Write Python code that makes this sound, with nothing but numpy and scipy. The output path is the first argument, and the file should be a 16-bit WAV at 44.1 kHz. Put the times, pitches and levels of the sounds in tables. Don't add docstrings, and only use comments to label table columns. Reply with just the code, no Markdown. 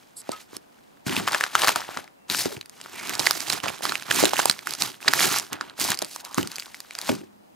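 import sys
import numpy as np
from scipy import signal
from scipy.fft import rfft, irfft, next_fast_len
from scipy.io import wavfile
from scipy.ndimage import uniform_filter1d

SR = 44100
rng = np.random.default_rng(int(sys.argv[2]) if len(sys.argv) > 2 else 0)


def linear_from_db(decibels):
    return 10 ** (np.asarray(decibels, float) / 20)


def unload_wav(signal):
    wavfile.write(
        sys.argv[1],
        SR,
        np.round(np.clip(np.atleast_2d(signal).T, -1, 1) * 32767).astype(np.int16),
    )


N = 332955

# (time [s], peak level [dB], panel pitch [Hz], crack above 5 kHz against the panel [dB])
LIFT_SNAPS = [(0.293, -21, 560, -15), (0.567, -24, 5360, 6.5), (1.095, -16, 2860, -20.5),
              (1.166, -8.5, 2630, -10), (1.277, -8, 1180, -25), (1.332, -9.5, 1310, -22),
              (1.347, -5.5, 1640, -9.5), (1.41, -7.5, 1770, -8.5), (1.439, -6, 1550, -23.5),
              (1.465, -18, 1290, -18), (1.553, 1.5, 1310, -11), (1.558, -12, 3080, -10),
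              (1.619, -9, 2910, -1.5), (1.646, -7.5, 1160, -14), (1.675, -7, 1140, -6),
              (1.683, -2, 1770, -3.5), (1.693, -7.5, 950, -3), (1.76, -8.5, 1340, 0),
              (1.806, -20.5, 5300, -13), (1.973, -14.5, 1250, -24), (2.078, -33.5, 2110, -18)]
OPEN_SNAPS = [(2.3, -8.5, 3920, -3.5), (2.348, -13, 1530, -5), (2.458, -20, 620, -3),
              (2.612, -19.5, 4010, -7), (2.696, -29, 8350, 5.5), (2.814, -25.5, 3100, 1),
              (3.095, -15, 2520, 3), (3.195, -11, 4820, 5.5), (3.266, -5, 4610, -7.5),
              (3.27, -1.5, 2000, -5), (3.31, -7, 1230, -4), (3.501, -8, 4010, -1.5),
              (3.525, -11.5, 5150, -7.5), (3.602, -21.5, 2930, -15), (3.659, -15.5, 1120, -23),
              (3.683, -11.5, 2500, -22), (3.854, -11.5, 1180, -12), (3.895, -13.5, 3940, -7),
              (3.922, -10, 1400, -15), (3.955, -10.5, 2520, -10), (4.024, -20.5, 1640, -4)]
RIP_SNAPS = [(4.11, -6.5, 3120, -10), (4.113, -6.5, 1680, -11.5), (4.238, -6.5, 580, -18),
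             (4.246, -8.5, 7240, -4), (4.255, -7.5, 3980, 2), (4.335, -9, 820, -9), (4.393, -7.5, 860, -22),
             (4.4, -7.5, 1550, -15), (4.457, -6, 900, 7.5), (4.498, 1, 4070, -3.5), (4.591, -20, 2300, -26),
             (4.672, -13.5, 1400, -2.5), (4.822, -8, 4110, 2), (5.028, -23.5, 2540, -11.5),
             (5.08, -3, 1770, -22), (5.082, 0, 3980, -23), (5.085, -4, 4820, -14), (5.136, -3.5, 1660, -12),
             (5.193, -9, 1870, -8.5), (5.206, -7, 1680, -22), (5.386, -15.5, 8100, 8.5),
             (5.398, -13, 5340, 0)]
BAG_SNAPS = [(5.531, -17.5, 1980, 2), (5.611, -13, 1380, -49), (5.698, -26, 3940, -16),
             (5.919, -10, 1590, -6), (5.904, -13.5, 5020, 8), (5.99, -15.5, 4870, 0.5),
             (6.019, -14, 6240, -1), (6.024, -19, 620, 3), (6.162, -22.5, 990, 6.5),
             (6.345, -17.5, 6630, 1), (6.383, -8.5, 1160, -9), (6.43, -17.5, 2970, 1.5),
             (6.745, -23, 2070, -21.5), (6.909, -23, 2260, -8), (6.952, -19, 5040, -7),
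             (7.092, -12, 990, -6), (7.096, -13, 530, -15)]
# (time [s], peak level [dB])
TICKS = [(1.321, -17), (2.659, -31), (3.153, -19), (3.405, -16.5), (3.484, -20), (4.512, -11), (4.708, -18),
         (4.737, -15), (4.751, -21), (5.814, -11.5), (5.945, -19), (5.974, -23), (6.047, -21), (6.25, -23),
         (6.474, -19), (6.517, -24), (6.558, -21), (6.564, -22), (6.598, -18.5), (6.804, -22.5),
         (6.988, -18), (7.015, -24), (7.153, -29)]
TICK_HZ, TICK_CRACK_DB = 4700, 1.5
ALIKE_SNAPS = [(s, db, TICK_HZ, TICK_CRACK_DB) for s, db in TICKS]
SNAPS = LIFT_SNAPS + OPEN_SNAPS + RIP_SNAPS + BAG_SNAPS + ALIKE_SNAPS
# (time [s], peak level [dB], panel
# pitch [Hz])
LIFT_FOLDS = [(0.217, -29, 5470), (0.293, -22, 670), (0.533, -34, 1080), (1.066, -19, 2540),
              (1.096, -18, 2050), (1.135, -17, 2090), (1.167, -10, 2500), (1.35, -11, 1210),
              (1.382, -19, 4180), (1.41, -8, 1770), (1.425, -18, 1720), (1.439, -9, 2610),
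              (1.456, -23, 3620), (1.559, -12, 1160), (1.637, -8, 990), (1.65, -13, 4800),
              (1.674, -6, 4110), (1.691, -2, 2780), (1.761, -9, 4760), (1.764, -14, 860),
              (1.806, -23, 1160), (1.818, -20, 1360), (1.848, -26, 1870), (1.891, -20, 800),
              (1.991, -24, 820), (2.043, -36, 5730), (2.348, -12, 2520), (2.457, -14, 4950),
              (2.535, -26, 3750), (2.568, -23, 2520), (2.629, -32, 2390), (2.658, -40, 1940)]
OPEN_FOLDS = [(2.803, -33, 1310), (2.815, -34, 1400), (2.841, -30, 4030), (2.861, -23, 1270),
              (2.897, -32, 9260), (2.945, -26, 2520), (3.054, -26, 2540), (3.073, -17, 4630),
              (3.172, -29, 1250), (3.18, -22, 7240), (3.195, -17, 930), (3.2, -6, 3940), (3.212, -19, 950),
              (3.31, -2, 4570), (3.332, -20, 6050), (3.376, -18, 8510), (3.471, -21, 3320),
              (3.486, -26, 1870), (3.498, -12, 4870), (3.503, -17, 1400), (3.635, -22, 5510),
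              (3.639, -18, 1180), (3.666, -18, 670), (3.68, -21, 1440), (3.69, -15, 2610),
              (3.696, -15, 2650), (3.703, -22, 730), (3.736, -28, 4030), (3.739, -27, 1160),
              (3.743, -28, 1120), (3.784, -28, 3920), (3.791, -31, 7750), (3.809, -27, 670),
              (3.823, -19, 5990), (3.854, -11, 4130), (3.894, -19, 2480), (3.979, -26, 4010),
              (3.998, -24, 4010), (4.012, -25, 2930), (4.033, -23, 3900), (4.067, -26, 3750),
              (4.092, -26, 860)]
RIP_FOLDS = [(4.113, -8, 3290), (4.125, -12, 5790), (4.147, -10, 6850), (4.161, -9, 6460),
             (4.177, -11, 3880), (4.189, -10, 3640), (4.255, -10, 1770), (4.262, -12, 3470),
             (4.292, -15, 2800), (4.295, -15, 5490), (4.309, -19, 4030), (4.341, -13, 4050),
             (4.359, -15, 1810), (4.368, -13, 2650), (4.386, -12, 6010), (4.397, -7, 5640),
             (4.418, -14, 5530), (4.499, -9, 1640), (4.591, -22, 2520), (4.66, -25, 5100),
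             (4.69, -22, 5080), (4.694, -21, 5170), (4.726, -21, 3940), (4.9, -29, 1180),
             (4.918, -29, 3920), (4.944, -32, 1660), (4.953, -34, 3270), (5.005, -32, 1660),
             (5.048, -25, 1100), (5.086, -8, 1660), (5.136, -5, 5060), (5.361, -11, 5210),
             (5.467, -31, 3600), (5.526, -21, 1140), (5.531, -15, 3140), (5.792, -27, 710),
             (5.799, -10, 6220), (5.842, -10, 4930), (5.847, -12, 5710), (5.879, -11, 5040)]
BAG_FOLDS = [(5.918, -9, 4160), (5.939, -21, 2800), (5.95, -19, 5560), (5.975, -33, 2500),
             (6.024, -13, 3960), (6.054, -26, 4070), (6.113, -26, 4090), (6.203, -26, 4130),
             (6.208, -26, 6800), (6.246, -30, 5020), (6.259, -30, 3920), (6.313, -29, 4740),
             (6.318, -31, 1060), (6.329, -28, 5000), (6.353, -23, 4090), (6.377, -17, 5120),
             (6.381, -16, 2690), (6.413, -21, 4630), (6.514, -28, 4310), (6.559, -32, 1510),
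             (6.584, -16, 2520), (6.604, -24, 6370), (6.624, -22, 2560), (6.659, -27, 3920),
             (6.668, -34, 990), (6.681, -36, 1100), (6.75, -27, 5510), (6.77, -32, 5660),
             (6.804, -29, 1720), (6.849, -35, 1310), (6.936, -32, 7340), (6.953, -25, 1490),
             (6.99, -23, 1360), (7.015, -16, 4010), (7.022, -25, 4110), (7.047, -25, 5900),
             (7.072, -19, 4220), (7.095, -14, 2540), (7.151, -29, 6160), (7.215, -37, 2520)]
# (time [s], peak level [dB], pitch [Hz], time for the shaken sheet to lose 20 dB [s])
KNOCKS = [(0.289, -27, 189, .015), (0.528, -36, 300, .04), (0.563, -34, 260, .015),
          (1.0625, -17.5, 159, .25), (1.172, -20, 182, .17), (1.68, -25.5, 398, .08),
          (1.965, -32, 191, .05), (2.297, -26.5, 183, .05), (2.454, -15, 330, .012),
          (2.563, -30.5, 108, .012), (4.225, -12, 343, .05), (4.492, -23.5, 170.5, .012),
          (4.817, -27, 188, .12), (6.017, -25, 351, .035), (6.375, -13.5, 187.5, .075),
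          (7.09, -15, 270, .11)]
# (time [s], level [dB])
SLIDE = [
    (.155, -72),
    (.168, -40),
    (.205, -42),
    (.218, -53),
]
# (pitch [Hz], width [Hz], level [dB])
SLIDE_TONES = [(8250, 1900, 4.5), (10700, 1500, 1.5), (5000, 2200, -6)]
# (time [s], peak level [dB], pitch [Hz], time to lose 20 dB [cycles], swell [cycles])
RINGS = [
    (.317, -18, 4600, 4, 0.65),
    (0.319, -17.5, 7950, 6, 0.45),
    (.322, -29.5, 1273, 55, 16),
    (.32, -42, 2120, 60, 20),
    (7.12, -53, 205, 90, 6),
    (2.13, -66, 2700, 900, 350),
]
# (start [s], end [s], first pitch [Hz], last pitch [Hz], width [Hz], level [dB])
SCRAPES = [
    (2.935, 3.108, 2050, 2450, 650, -41),
    (6.19, 6.5, 760, 1500, 310, -49.5),
    (2.495, 2.565, 720, 200, 120, -46),
]
# (lowest pitch [Hz], highest pitch [Hz], ring [cycles], rate [per s],
# size spread [dB], share led by crumple rather than fizz [0-1], level [dB])
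GRAINS = [
    (646, 1800, 1.72, 700, 4.5, 1, -5),
    (1830, 3820, 1.4, 1300, 3, 0.65, -3.5),
    (4000, 7670, 1.6, 2200, 3.5, 0.12, -1.5),
    (7870, 13800, 2.2, 3500, 4, 0, -4.5),
]
# (peak time [s], effort [dB], brightness [dB], time to swell 20 dB [s], time to fade 20 dB [s])
LIFT_GRIPS = [(0.0, -57, -4, .01, .3), (.33, -41.5, -8, .14, .2), (.41, -52, 1.5, .15, .08),
              (.555, -46, -4, .1, .045), (.8, -63, -7, 1.5, 1.5), (1.07, -27.5, -4, .012, .07),
              (1.165, -26, -7, .18, .13), (1.28, -23.5, -8, .03, .045), (1.342, -22.5, -10, .055, .06),
              (1.41, -32.5, -6, .3, .17), (1.558, -31, -4, .07, .2), (1.639, -21.5, -5, .17, .05),
              (1.684, -20.5, -3.5, .04, .07), (1.77, -32, -7, .12, .2), (1.98, -36.5, -10, .45, .1)]
OPEN_GRIPS = [(2.308, -28, 0, .017, .14), (2.4, -32.5, 8, .2, .12), (2.462, -33, -3, .1, .06),
              (2.545, -43, 0, .6, .065), (2.85, -46.5, -3, .22, .2), (2.996, -37.5, -4, .16, .45),
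              (3.148, -32.5, -5, .45, .055), (3.205, -28.5, -3, .035, .2), (3.27, -34, 2.5, .2, .3),
              (3.375, -37.5, 0, .45, .45), (3.533, -27.5, -2.5, .11, .085), (3.638, -26, -11, .008, .14),
              (3.7, -37, -6, .1, .2), (3.832, -29, -2.5, .015, .22)]
RIP_GRIPS = [(4.112, -29, -5, .07, .3), (4.225, -24, -1.5, .4, .115), (4.396, -27.5, -1.5, .13, .12),
             (4.504, -34, 0, .45, .075), (4.58, -47, -2.5, .3, .25), (4.679, -35.5, -4, .035, .2),
             (4.74, -41, 1.5, .1, .07), (4.818, -28, 1.5, .05, .105), (5.012, -46, 0, .012, .4),
             (5.081, -25.5, -13, .03, .09), (5.2, -25, 1.5, .14, .65), (5.389, -34.5, 0, .45, .11),
             (5.528, -28.5, -19, .025, .085), (5.615, -37, -16, .025, .17), (5.811, -27.5, 3, .03, .2),
             (5.913, -25.5, -5, .1, .048)]
BAG_GRIPS = [(6.025, -41, -6, .12, .1), (6.13, -53, 11, .2, .2), (6.208, -46, -1.5, .18, .03),
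             (6.255, -41, -6, .018, .055), (6.36, -44, -4, .25, .1), (6.384, -34.5, -2.5, .03, .13),
             (6.57, -47, 0, .8, .6), (6.995, -44, -2.5, .17, .3), (7.096, -32.5, -3.5, .15, .11)]
FIZZ_STEEPER = 1.1
FLAPS_DB = [
    -18,
    -10.5,
    -10.5,
    -17,
]
SHAKE_DB, SHAKE_RISE_S, SHAKE_LATE_S = -14.5, .012, .016
# (time [s], left over right [dB])
PLACE = [(0.0, -2.5), (2.42, 2.5), (3.39, -6.5), (6.37, -1.5), (6.69, -0.5), (7.55, 1.5)]
# (frequency [Hz], time to die by 60 dB [s])
ROOM = [(100, 0.24), (500, 0.28), (2000, 0.067), (8000, 0.09), (16000, 0.047)]
# (pitch [Hz], width [Hz], level [dB])
CASE = [(4070, 120, -8.5), (4840, 180, -8.5)]
# (frequency [Hz], side over mid [dB])
WIDEN = [(60, -18), (130, -12), (290, 6), (600, 1.5), (1200, -9.5), (4000, -15), (15000, -10)]
# (frequency [Hz], level per Hz [dB])
STILL = [(40, -10), (110, -5.5), (240, 6), (400, -2.5), (800, -2.5), (1600, -10.5), (4000, -17.5),
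         (15000, -21)]
# (frequency [Hz], side over mid [dB])
STILL_SIDE = [(60, -15), (130, 0), (640, 8.5), (1410, 4), (3100, 3), (15000, -10)]
STILL_DB = -60.5


def evened(x):
    return x / np.sqrt(np.mean(x ** 2) + 1e-20)


def smooth(x, first, second):
    return uniform_filter1d(uniform_filter1d(x, first), second)


def read(points, hz):
    f, value = np.transpose(points)
    return np.interp(np.log(hz + 1), np.log(f + 1), value)


def curve(rows, column):
    s, value = np.transpose(rows)[[0, column]]
    return np.interp(np.arange(N) / SR, s, value, -120, -120)


def add(mix, s, sound):
    part = mix[:, round(s * SR):][:, :sound.shape[1]]
    part += sound[:, :part.shape[1]]


def place(s):
    pan_db = np.interp(s, *np.transpose(PLACE))
    return linear_from_db(np.array([pan_db / 2, -pan_db / 2]))


def resonate(x, hz, width):
    return signal.lfilter(*signal.iirpeak(hz, hz / width, SR), x)


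def burst(t, peak_s):
    return t / peak_s * np.exp(1 - t / peak_s)


def ping(hz, cycles, phase, size, rise=0.61):
    u = np.arange(size) * hz / SR
    swell = np.sin(np.pi / 2 * np.minimum(u / rise, 1)) ** 2
    return np.sin(2 * np.pi * u + phase) * swell * linear_from_db(-20 * u / cycles)


def air():
    frames, hz = N // 256 + 5, np.fft.rfftfreq(512, 1 / SR)
    a, b, c, d, patches = rng.standard_normal((frames, 257, 5)).T
    patches = evened(uniform_filter1d(uniform_filter1d(patches, 5, 0), 12, 1))
    z = np.array([a + 1j * b, (c + 1j * d) * linear_from_db(read(STILL_SIDE, hz))[:, None]])
    colour = linear_from_db(read(STILL, hz)[:, None] + 0.76 * patches)
    mid, side = signal.istft(z * colour, nperseg=512, noverlap=256)[1][:, :N]
    return linear_from_db(STILL_DB) * np.array([mid + side, mid - side]) / np.std(mid)


def swells(rows, steeper=1):
    t = np.arange(0, N + 32, 32) / SR
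    s, db, rise, fade = np.transpose(rows)[:, :, None]
    away = np.maximum((s - t) / rise, (t - s) / fade)
    alive = (t >= np.r_[[[-1]], s[:-1]]) & (t <= np.r_[s[1:], [[N]]])
    level = np.where(alive, db - 20 * steeper * away, -200).max(0)
    return np.interp(np.arange(N) / SR, t, level)


def hands():
    actions = (LIFT_GRIPS, OPEN_GRIPS, RIP_GRIPS, BAG_GRIPS)
    grips = [(*grip, flap) for action, flap in zip(actions, FLAPS_DB) for grip in action]
    crumple_db = swells([(s, db, rise, fade) for s, db, _, rise, fade, _ in grips])
    fizz_db = swells([(s, db + bright, rise, fade) for s, db, bright, rise, fade, _ in grips], FIZZ_STEEPER)
    sway_db = swells([(s, db + flap, rise, fade) for s, db, _, rise, fade, flap in grips])
    shake_db = swells([(s + SHAKE_LATE_S, db + SHAKE_DB, SHAKE_RISE_S, fade) for s, db, _, fade in KNOCKS])
    return np.maximum(sway_db, shake_db), crumple_db, fizz_db


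def clicks(rate, spread_db):
    size = linear_from_db(spread_db * np.minimum(rng.exponential(1, N), 3.6))
    struck = rng.random(N) < rate / SR
    return evened(size * struck * rng.choice([-1., 1.], N))


def grains(low_hz, high_hz, cycles, rate, spread_db, clumps, ticks, hiss=0.38, apart=0.16, count=7):
    drive = clicks(rate * clumps, spread_db) + hiss * rng.standard_normal(N)
    wander = evened(np.log(clumps))
    which, family = rng.integers(0, count, N), np.zeros((2, N))
    for k, hz in enumerate(np.geomspace(low_hz, high_hz, 2 * count + 1)[1::2]):
        pole = linear_from_db(-20 * hz / SR / cycles) * np.exp(2j * np.pi * hz / SR)
        push = drive * (which == k) + ticks * rng.choice([-1, 1])
        ring = signal.lfilter([(1 - abs(pole)) ** 1.98], [1, -2 * pole, pole ** 2], push)
        drift = rng.standard_normal() + 1.5 * np.roll(wander, 9000 * (k + 1))
        turn = apart * (0.28 + hz / 9000) * drift
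        family += np.cos(turn) * ring.imag + np.sin(turn) * ring.real * [[1], [-1]]
    return evened(family * clumps)


def rustle(clump_db=1.4):
    flap_db, crumple_db, fizz_db = hands()
    clumps = linear_from_db(clump_db * evened(smooth(rng.standard_normal(N), 330, 140)))
    busy = np.clip((crumple_db + 61.5) / 15, 0, 1)
    ticks = 0.1 * busy * clicks(200 * clumps, 2.8)
    out = linear_from_db(flap_db - 1.0) * grains(88, 430, 1.66, 500, 2.5, clumps ** .5, 0, count=5)
    for *family, share, db in GRAINS:
        level_db = db + share * crumple_db + (1 - share) * fizz_db
        out += linear_from_db(level_db) * grains(*family, clumps, ticks)
    return out * place(np.arange(N) / SR)


def slide():
    noise = rng.standard_normal(N)
    hiss = .11 * noise
    for hz, width, db in SLIDE_TONES:
        hiss = hiss + linear_from_db(db) * resonate(resonate(noise, hz, width), hz, width)
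    return evened(hiss) * linear_from_db(curve(SLIDE, column=1)) * place([.2])


def folds(cycles=1.8, crack_s=0.00025, crack_db=-6, bright_db=5):
    rows = LIFT_FOLDS + OPEN_FOLDS + RIP_FOLDS + BAG_FOLDS
    out, t = np.zeros((2, N)), np.arange(300) / SR
    chance = rng.standard_normal((len(rows), 602))
    edge = signal.butter(2, [2200, 12500], "band", fs=SR)
    for (s, db, hz), row in zip(rows, chance):
        panel = ping(hz, cycles * (hz / 1500) ** 0.7, 3 * row[0], 300)
        a, c = row[2:].reshape(2, -1)
        tick = evened(signal.lfilter(*edge, [a + .4 * c, a - .4 * c])) * burst(t, crack_s)
        tick_db = crack_db + bright_db * np.log2(hz / 4000)
        sound = panel / abs(panel).max() + linear_from_db(tick_db) * tick
        gains = place(s) * linear_from_db(1.5 * row[1] * np.array([1, -1]))
        add(out, s - .0003 - .6 / hz, linear_from_db(db - 0.3) * gains[:, None] * sound / abs(sound).max())
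    return out


def knocks():
    out, t = np.zeros((2, N)), np.arange(9000) / SR
    phases = rng.uniform(0, 2 * np.pi, len(KNOCKS))
    noise = rng.standard_normal((len(KNOCKS), len(t)))
    for (s, db, hz, fade), phase, shake in zip(KNOCKS, phases, noise):
        push = ping(1.15 * hz, 1.33, phase, len(t))
        grumble = evened(resonate(resonate(shake, hz, 0.57 * hz), hz, 0.45 * hz))
        grumble *= linear_from_db(-60 * t / min(0.19, 3 * fade)) * (1 - np.exp(-t / 0.0036))
        add(out, s + 0.00297, linear_from_db(db - 2.5) * np.ones((2, 1)) * (3.26 * push + 0.3 * grumble))
    return out


def snaps(cycles=2.46, crack_s=0.00044, crack_db=-7, wide_db=-10.5):
    out, t = np.zeros((2, N)), np.arange(500) / SR
    chance, noise = rng.random((len(SNAPS), 4)), rng.standard_normal((len(SNAPS), 3, 500))
    body = signal.butter(2, [700, 5500], "band", fs=SR)
    for (s, db, hz, rel_db), (phase, pan, length, top), (a, b, c) in zip(SNAPS, chance, noise):
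        long = cycles * (0.88 + 0.68 * length) * (hz / 1500) ** 0.9
        panel = ping(hz, long, 2 * np.pi * phase, 500)
        panel = signal.lfilter(*signal.butter(2, .42 * hz, "high", fs=SR), panel)
        rattle = evened(signal.lfilter(*body, b)) * burst(t, 0.0007)
        treble = signal.butter(2, [5000, 9000 + 5000 * top], "band", fs=SR)
        crack = evened(signal.lfilter(*treble, [a + 0.45 * c, a - .6 * c])) * burst(t, crack_s)
        sound = panel / abs(panel).max() + linear_from_db(wide_db) * rattle + linear_from_db(rel_db + crack_db) * crack
        gains = place(s) * linear_from_db(2.2 * (pan - .5) * np.array([1, -1]))
        add(out, s - .0003 - .6 / hz, linear_from_db(db - 1.42) * gains[:, None] * sound)
    return out


def rings():
    out = np.zeros((2, N))
    for s, db, hz, cycles, rise in RINGS:
        add(out, s, linear_from_db(db + 2.5) * place(s)[:, None] * ping(hz, cycles, 0, 19000, rise))
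    return out


def scrapes(lump_db=4):
    out = np.zeros((2, N))
    for t0, t1, hz0, hz1, width, db in SCRAPES:
        size = round((t1 - t0) * SR)
        turn = np.exp(2j * np.pi * np.cumsum(np.linspace(hz0, hz1, size)) / SR)
        rub = signal.lfilter(*signal.butter(2, width / 2, fs=SR), rng.standard_normal((2, size)))
        hollow = evened((turn * (rub[0] + 1j * rub[1])).real) * signal.windows.tukey(size, .5)
        hollow = hollow * linear_from_db(lump_db * evened(smooth(rng.standard_normal(size), 300, 300)))
        add(out, t0, linear_from_db(db) * place(t0)[:, None] * hollow)
    return out


def room(x, size=11000):
    taps = np.zeros((2, size))
    at = np.arange(120, size - 20, 20)
    at = at + rng.integers(0, 20, (2, len(at)))
    np.put_along_axis(taps, at, rng.choice([-1., 1.], at.shape), 1)
    hz, t, z = signal.stft(taps, SR, nperseg=128)
    tail = signal.istft(z * linear_from_db(-60 * t / read(ROOM, hz)[:, None]), SR, nperseg=128)[1]
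    return signal.oaconvolve(x.mean(0)[None], tail / np.linalg.norm(tail[0]), axes=1)[:, :N]


def ports(x, wet):
    size = next_fast_len(N)
    gain = linear_from_db(read(WIDEN, np.fft.rfftfreq(size, 1 / SR)))
    turned_mid = 1j * rfft(x.mean(0), size)
    room_side = rfft(wet[0] - wet[1], size)
    side = irfft(gain * (turned_mid + 0.73 * room_side), size)[:N]
    return x + wet + np.array([side, -side])


def scene():
    near = rustle() + slide() + folds() + knocks() + snaps() + rings() + scrapes()
    near = signal.lfilter(*signal.butter(2, 105, "high", fs=SR), near)
    wet = linear_from_db(-19) * room(near)
    return ports(near, wet) + air()


def roll_off(x):
    return signal.sosfilt(signal.butter(12, 16520, fs=SR, output="sos"), x)


def record(dry):
    x = dry + sum(linear_from_db(db) * resonate(dry, hz, width) for hz, width, db in CASE)
    x = signal.lfilter(*signal.butter(1, 45, "high", fs=SR), x)
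    overloaded = np.clip(x, -1, 1)
    band_limit = signal.firwin(511, 15750, window=("kaiser", 8), fs=SR)
    mix = signal.oaconvolve(overloaded, band_limit[None], "same")
    return roll_off(mix)


dry = scene()
out = record(dry)
unload_wav(out)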